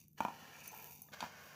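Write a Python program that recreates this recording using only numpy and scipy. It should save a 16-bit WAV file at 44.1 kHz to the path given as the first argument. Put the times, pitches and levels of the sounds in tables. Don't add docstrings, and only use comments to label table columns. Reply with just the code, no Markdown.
import sys
import numpy as np
from scipy import signal
from scipy.io import wavfile

SR = 44100
rng = np.random.default_rng(int(sys.argv[2]) if len(sys.argv) > 2 else 0)


def inscribe(sig):
    pcm = np.round(np.clip(np.atleast_2d(sig).T, -1, 1) * 32767)
    wavfile.write(sys.argv[1], SR, pcm.astype(np.int16))


N = 68355
T = np.arange(N) / SR
AGE = T[:round(.6 * SR)]


def amp(db):
    return 10 ** (np.asarray(db) / 20)


def unit(x):
    return x / np.sqrt(np.mean(x ** 2) + 1e-20)


def level(points, column=1):
    rows = np.array(points)
    return amp(np.interp(T, rows[:, 0], rows[:, column]))


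def through(x, response):
    return signal.oaconvolve(x, response)[:N]


def impulse(s, db):
    return amp(db) * (np.arange(N) == round(s * SR))


def colour(x, tone):
    hz, db = np.transpose(tone)
    freqs = abs(np.fft.fftfreq(4096, 1 / SR))
    log_gain = np.log(amp(np.interp(np.log(freqs + 1), np.log(hz), db)))
    spectrum = np.exp(signal.hilbert(log_gain).conj())
    return through(x, np.fft.ifft(spectrum).real[:len(freqs) // 2])


def soften(x, hz):
    r = np.exp(-2 * np.pi * hz / SR)
    return signal.lfilter([1 - r], [1, -r], x)


def highpass(x, hz):
    return signal.sosfilt(signal.butter(2, hz, "high", fs=SR, output="sos"), x)


def ring(notes):
    return sum(amp(db - 60 * AGE / fade_s) * np.sin(2 * np.pi * hz * AGE) for hz, db, fade_s in notes)


def scatter(x, fade_s, tail_db):
    tail = rng.standard_normal(len(AGE)) * amp(-60 * AGE / fade_s) * (1 - np.exp(-AGE / 0.001))
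    return x + amp(tail_db) * through(x, tail / np.linalg.norm(tail))


def grains(per_s, spread_db):
    size = amp(spread_db * np.minimum(rng.exponential(1, N), 4))
    return size * rng.choice([-1, 1], N) * (rng.random(N) < per_s / SR)


# pitch in Hz, relative level in dB.
RUMBLE_TONE = [(25, -42.5), (45, -10.5), (65, -8), (92, 2), (125, -3), (170, -1.5), (240, -6.5), (330, -13),
               (450, -24.5), (700, -44), (2000, -49), (15000, -40)]
HUM_NOTES = [(150, -71.5), (200, -80.5)]

def room():
    hum = sum(amp(db) * unit(np.sin(2 * np.pi * (hz * T + rng.random()))) for hz, db in HUM_NOTES)
    return hum + amp(-70.5) * unit(colour(rng.standard_normal(N), RUMBLE_TONE))


# pitch in Hz, relative level in dB.
TICK_TONE = [(1000, -45), (4000, -31), (6200, -10.5), (8000, -16), (10000, -14.5), (11800, -6),
             (13500, 3.5), (15300, 0), (17000, -17.5)]

def seed_tick(fade_s=.012):
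    burst = rng.standard_normal(len(AGE)) * amp(-60 * AGE / fade_s)
    tick = colour(burst, TICK_TONE)[:len(AGE)]
    return tick / np.linalg.norm(tick)


# pitch in Hz, relative level in dB, fade time in seconds.
BOWL_NOTES = [(2480, -4, 0.13), (4530, -21, 0.12), (6100, -8, 0.12), (6150, 10, 0.22), (6230, 13, .16),
              (6940, -13, 0.16), (8260, 6.5, 0.07), (10200, 21, 0.066), (12500, 1, .05), (13550, 7, 0.05),
              (14700, -15, 0.071), (14400, -19, 0.075)]

def bowl_ring():
    return ring(BOWL_NOTES)


# time in seconds, tick level in dB, steel level in dB.
SPILL_LEVELS = [(0, -67, -64), (.035, -71, -74.5), (.06, -83.5, -79), (.14, -78, -98.5), (.2, -76, -70.5),
                (.5, -77, -75.5), (.58, -67, -63.5), (.67, -65, -61.5), (.75, -59, -65.5),
                (.83, -58.5, -65), (.93, -57.5, -63.5), (1.0, -67.5, -68.5), (1.05, -63.5, -75),
                (1.11, -71.5, -74.5), (1.35, -87, -76), (1.45, -65, -69.5), (1.55, -77, -70)]
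# pitch in Hz, relative level in dB.
STEEL_TONE = [(200, -23), (700, -18), (950, -13.5), (1300, -29.5), (1950, -21), (2350, -6.5), (2700, -10),
              (3050, -13.5), (3300, -27.5), (3600, -12), (4200, -22.5), (4700, -8), (5150, -20), (5650, -7),
              (5900, -7), (6150, -7), (6550, -9), (6900, -9.5), (7500, -20), (9400, -20.5), (15000, -25)]

def spilling(shapes=8, hits_per_s=2200):
    streams = [grains(hits_per_s / shapes, spread_db=4.5) for _ in range(shapes)]
    ticks = unit(sum(through(stream, seed_tick()) for stream in streams))
    hits = sum(streams)
    patter = unit(scatter(colour(hits, STEEL_TONE), fade_s=0.043, tail_db=-4.5))
    steel = patter + amp(-11.5) * unit(through(hits, bowl_ring()))
    return level(SPILL_LEVELS) * ticks + level(SPILL_LEVELS, column=2) * steel


# start in
# seconds, relative level in dB, extra ring in dB.
SEED_HITS = [(.002, -43.5, 2), (0.082, -34.5, -16), (0.1314, -41.5, -29), (0.6764, -22.5, -3),
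             (.6793, -21, -5.5), (.7212, -30, -24), (.776, -26.5, -24), (0.787, -32, -24),
             (0.824, -28, -20), (0.8434, -23.5, -22), (0.952, -34, -7), (1.0191, -20, -10)]

def pings():
    bowl = amp(-44.5) * bowl_ring()
    return sum(through(impulse(s, db), amp(-4) * seed_tick() + amp(ring_db) * bowl)
               for s, db, ring_db in SEED_HITS)


# time in seconds, level in dB.
FIRST_STROKE = [(.145, -115), (.172, -79), (.181, -53.5), (.2, -58.5), (.23, -54), (.3, -59), (.35, -58),
                (.53, -57.5), (.62, -60.5), (.72, -61.5), (.85, -61), (.93, -73), (.98, -115)]
SECOND_STROKE = [(1.08, -115), (1.125, -63), (1.14, -48), (1.155, -57.5), (1.2, -55.5), (1.24, -50.5),
                 (1.3, -58), (1.45, -57.5), (1.55, -58.5)]
# pitch in Hz, relative level in dB.
FIRST_TONE = [(100, -27), (220, -3), (350, -8), (480, -3.5), (750, -0.5), (950, -2.5), (1200, -0.5),
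              (1650, -0.5), (2100, -8), (2500, -4.5), (2850, -5.5), (3150, -10), (3900, -12.5),
              (4700, -12.5), (5900, -10.5), (7000, -15), (8200, -22.5), (10000, -23), (12000, -18.5),
              (15000, -15)]
SECOND_TONE = [(100, -29.5), (200, 1.5), (350, -11), (480, -9), (700, -5), (1000, -4.5), (1300, -5),
               (1720, -1), (2100, -6.5), (2400, -9), (2800, -8), (3400, -14.5), (3750, -14.5), (4100, -15),
               (5900, -14), (7000, -18.5), (8200, -28), (10000, -29), (12000, -21.5), (15000, -19)]

def rubbing():
    sound = np.zeros(N)
    for stroke, tone in [(FIRST_STROKE, FIRST_TONE), (SECOND_STROKE, SECOND_TONE)]:
        rustle = colour(grains(per_s=5000, spread_db=2.5), tone)
        sound += level(stroke) * unit(scatter(rustle, fade_s=0.023, tail_db=-4))
    return sound


# start in seconds, relative level in dB, brightness in Hz,
# extra thump in dB, extra ring in dB.
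RIM_KNOCKS = [(.2053, -1.5, 3000, 8.5, -1.5), (.2088, -5.5, 3500, 5.5, -6.5), (.2215, -23, 4030, 5, -17),
              (.2507, -2.5, 2260, 3, 2), (.2655, -28, 2000, 16, -15), (.2835, -9.5, 1400, -1, -9),
              (.3065, -19, 1200, 0, -1.5), (1.2270, -8.5, 3000, 3.5, -2.5), (1.2385, -11.5, 2520, 11.5, -4)]
# start in seconds, relative level in dB.
HAND_BUMPS = [(.425, -11.5), (0.673, -17), (0.989, -16.5), (1.014, -42), (1.118, -11)]
# pitch in Hz, relative level in dB.
KNOCK_TONE = [(40, -43), (90, -17), (200, 3.5), (310, -0.5), (430, -12), (620, -11), (900, 4.5),
              (1150, -11), (1400, -10.5), (1950, -22.5), (2450, -20.5), (3100, -14), (4000, -39),
              (6300, -16), (8500, -28), (15000, -17.5)]
# pitch in Hz, relative level in dB, fade time in seconds.
CLONK_NOTES = [(720, -42.5, 0.042), (943, -28.5, 0.039), (1400, -44.5, 0.04), (2405, -35.5, 0.028)]
PLATE_NOTES = [(202, -29, 0.28), (243.6, -12.5, 0.14), (754, -3.5, .2), (758, -4, 0.5), (809, -8, 0.54),
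               (853, -15, 0.42), (917.6, 3, 0.35), (982, 2.5, 0.19), (1058, -10, 0.34), (1040, -24, 0.26),
               (1210, -3, 0.144), (1367, -6, .3), (1474, -17, 0.47), (2500, -7.5, 0.16)]

def knocks(thump_hz=215, thump_fade_s=0.029):
    blows, thump_blows, ring_blows = np.zeros((3, N))
    for s, db, bright_hz, thump_db, ring_db in RIM_KNOCKS:
        blow = soften(impulse(s, db), bright_hz)
        blows += blow
        thump_blows += amp(thump_db) * blow
        ring_blows += amp(ring_db) * blow
    thump_blows += sum(impulse(s, db) for s, db in HAND_BUMPS)
    thump = through(thump_blows, highpass(ring([(thump_hz, -37, thump_fade_s)]), hz=108))
    contact = amp(5) * colour(highpass(blows, hz=86), KNOCK_TONE)
    clonk = through(blows, highpass(ring(CLONK_NOTES), hz=453))
    ringing = amp(-45.5) * through(ring_blows, highpass(ring(PLATE_NOTES), hz=123))
    return scatter(contact + clonk + thump, fade_s=0.23, tail_db=-9) + ringing


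# time in seconds, shudder level in dB, scrape level in dB.
DRAG_LEVELS = [(.45, -110, -110), (.55, -74, -65), (.58, -67, -62.5), (.65, -69, -61.5), (.705, -76, -64.5),
               (.722, -55.5, -66), (.745, -55.5, -68), (.77, -64.5, -64), (.802, -58, -59),
               (.83, -62.5, -74), (.9, -63.5, -72), (.96, -72, -76.5), (1.03, -72, -88),
               (1.08, -73.5, -100)]
# pitch in Hz, relative level in dB.
SHUDDER_TONE = [(100, -20), (300, -22), (450, -5.5), (580, -19), (730, -6), (900, -2), (1000, -4),
                (1150, -28), (1400, -15), (1800, -55), (3000, -34.5)]
SCRAPE_TONE = [(1000, -32), (2000, -18), (2330, 7), (2520, 8.5), (2700, 1), (3100, -22), (5000, -50)]

def dragging():
    slips = grains(per_s=1200, spread_db=1.0)
    shudder = level(DRAG_LEVELS) * unit(colour(slips, SHUDDER_TONE))
    scrape = level(DRAG_LEVELS, column=2) * unit(colour(slips, SCRAPE_TONE))
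    return shudder + scrape


# pitch in Hz, relative level in dB, fade time in seconds.
TAP_NOTES = [(670, -3, .03), (1220, -3, 0.044), (1730, 2, 0.019), (3540, -9, 0.053)]

def tap():
    return through(impulse(s=1.0868, db=-58.5), ring(TAP_NOTES))


# start in seconds, relative level in dB, brightness in Hz.
CLACK_HITS = [(1.1213, -29.5, 2000), (1.129, -31, 5960), (1.1351, -24, 6000), (1.1398, -24.5, 4100),
              (1.1451, -26.5, 3030), (1.2057, -13.5, 8000), (1.2066, -15.5, 8000), (1.21, -19.5, 8840),
              (1.221, -19, 2500), (1.2412, -26, 1500)]
# pitch in Hz, relative level in dB.
CLACK_TONE = [(50, -40), (150, -20), (400, -18), (700, 1), (1100, -2.5), (1600, 1), (2000, -15), (2450, 4),
              (2800, -11), (3350, 3), (4100, -4), (4700, 1.5), (5300, -13), (6700, -7.5), (7700, -15),
              (14000, -20.5)]

def clacks():
    blows = sum(scatter(soften(impulse(s, db), bright_hz), fade_s=0.013, tail_db=1)
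                for s, db, bright_hz in CLACK_HITS)
    return scatter(colour(blows, CLACK_TONE), fade_s=0.29, tail_db=-7.5)


def scene():
    return (knocks() + tap() + clacks() + pings() + rubbing() + spilling() + dragging() + room())[None]


def record(dry, top_hz=15550):
    treble_cut = signal.firwin(801, top_hz, window=("kaiser", 8), fs=SR)
    return signal.oaconvolve(highpass(dry, hz=55), treble_cut[None], "same")


dry = scene()
out = record(dry)
inscribe(out)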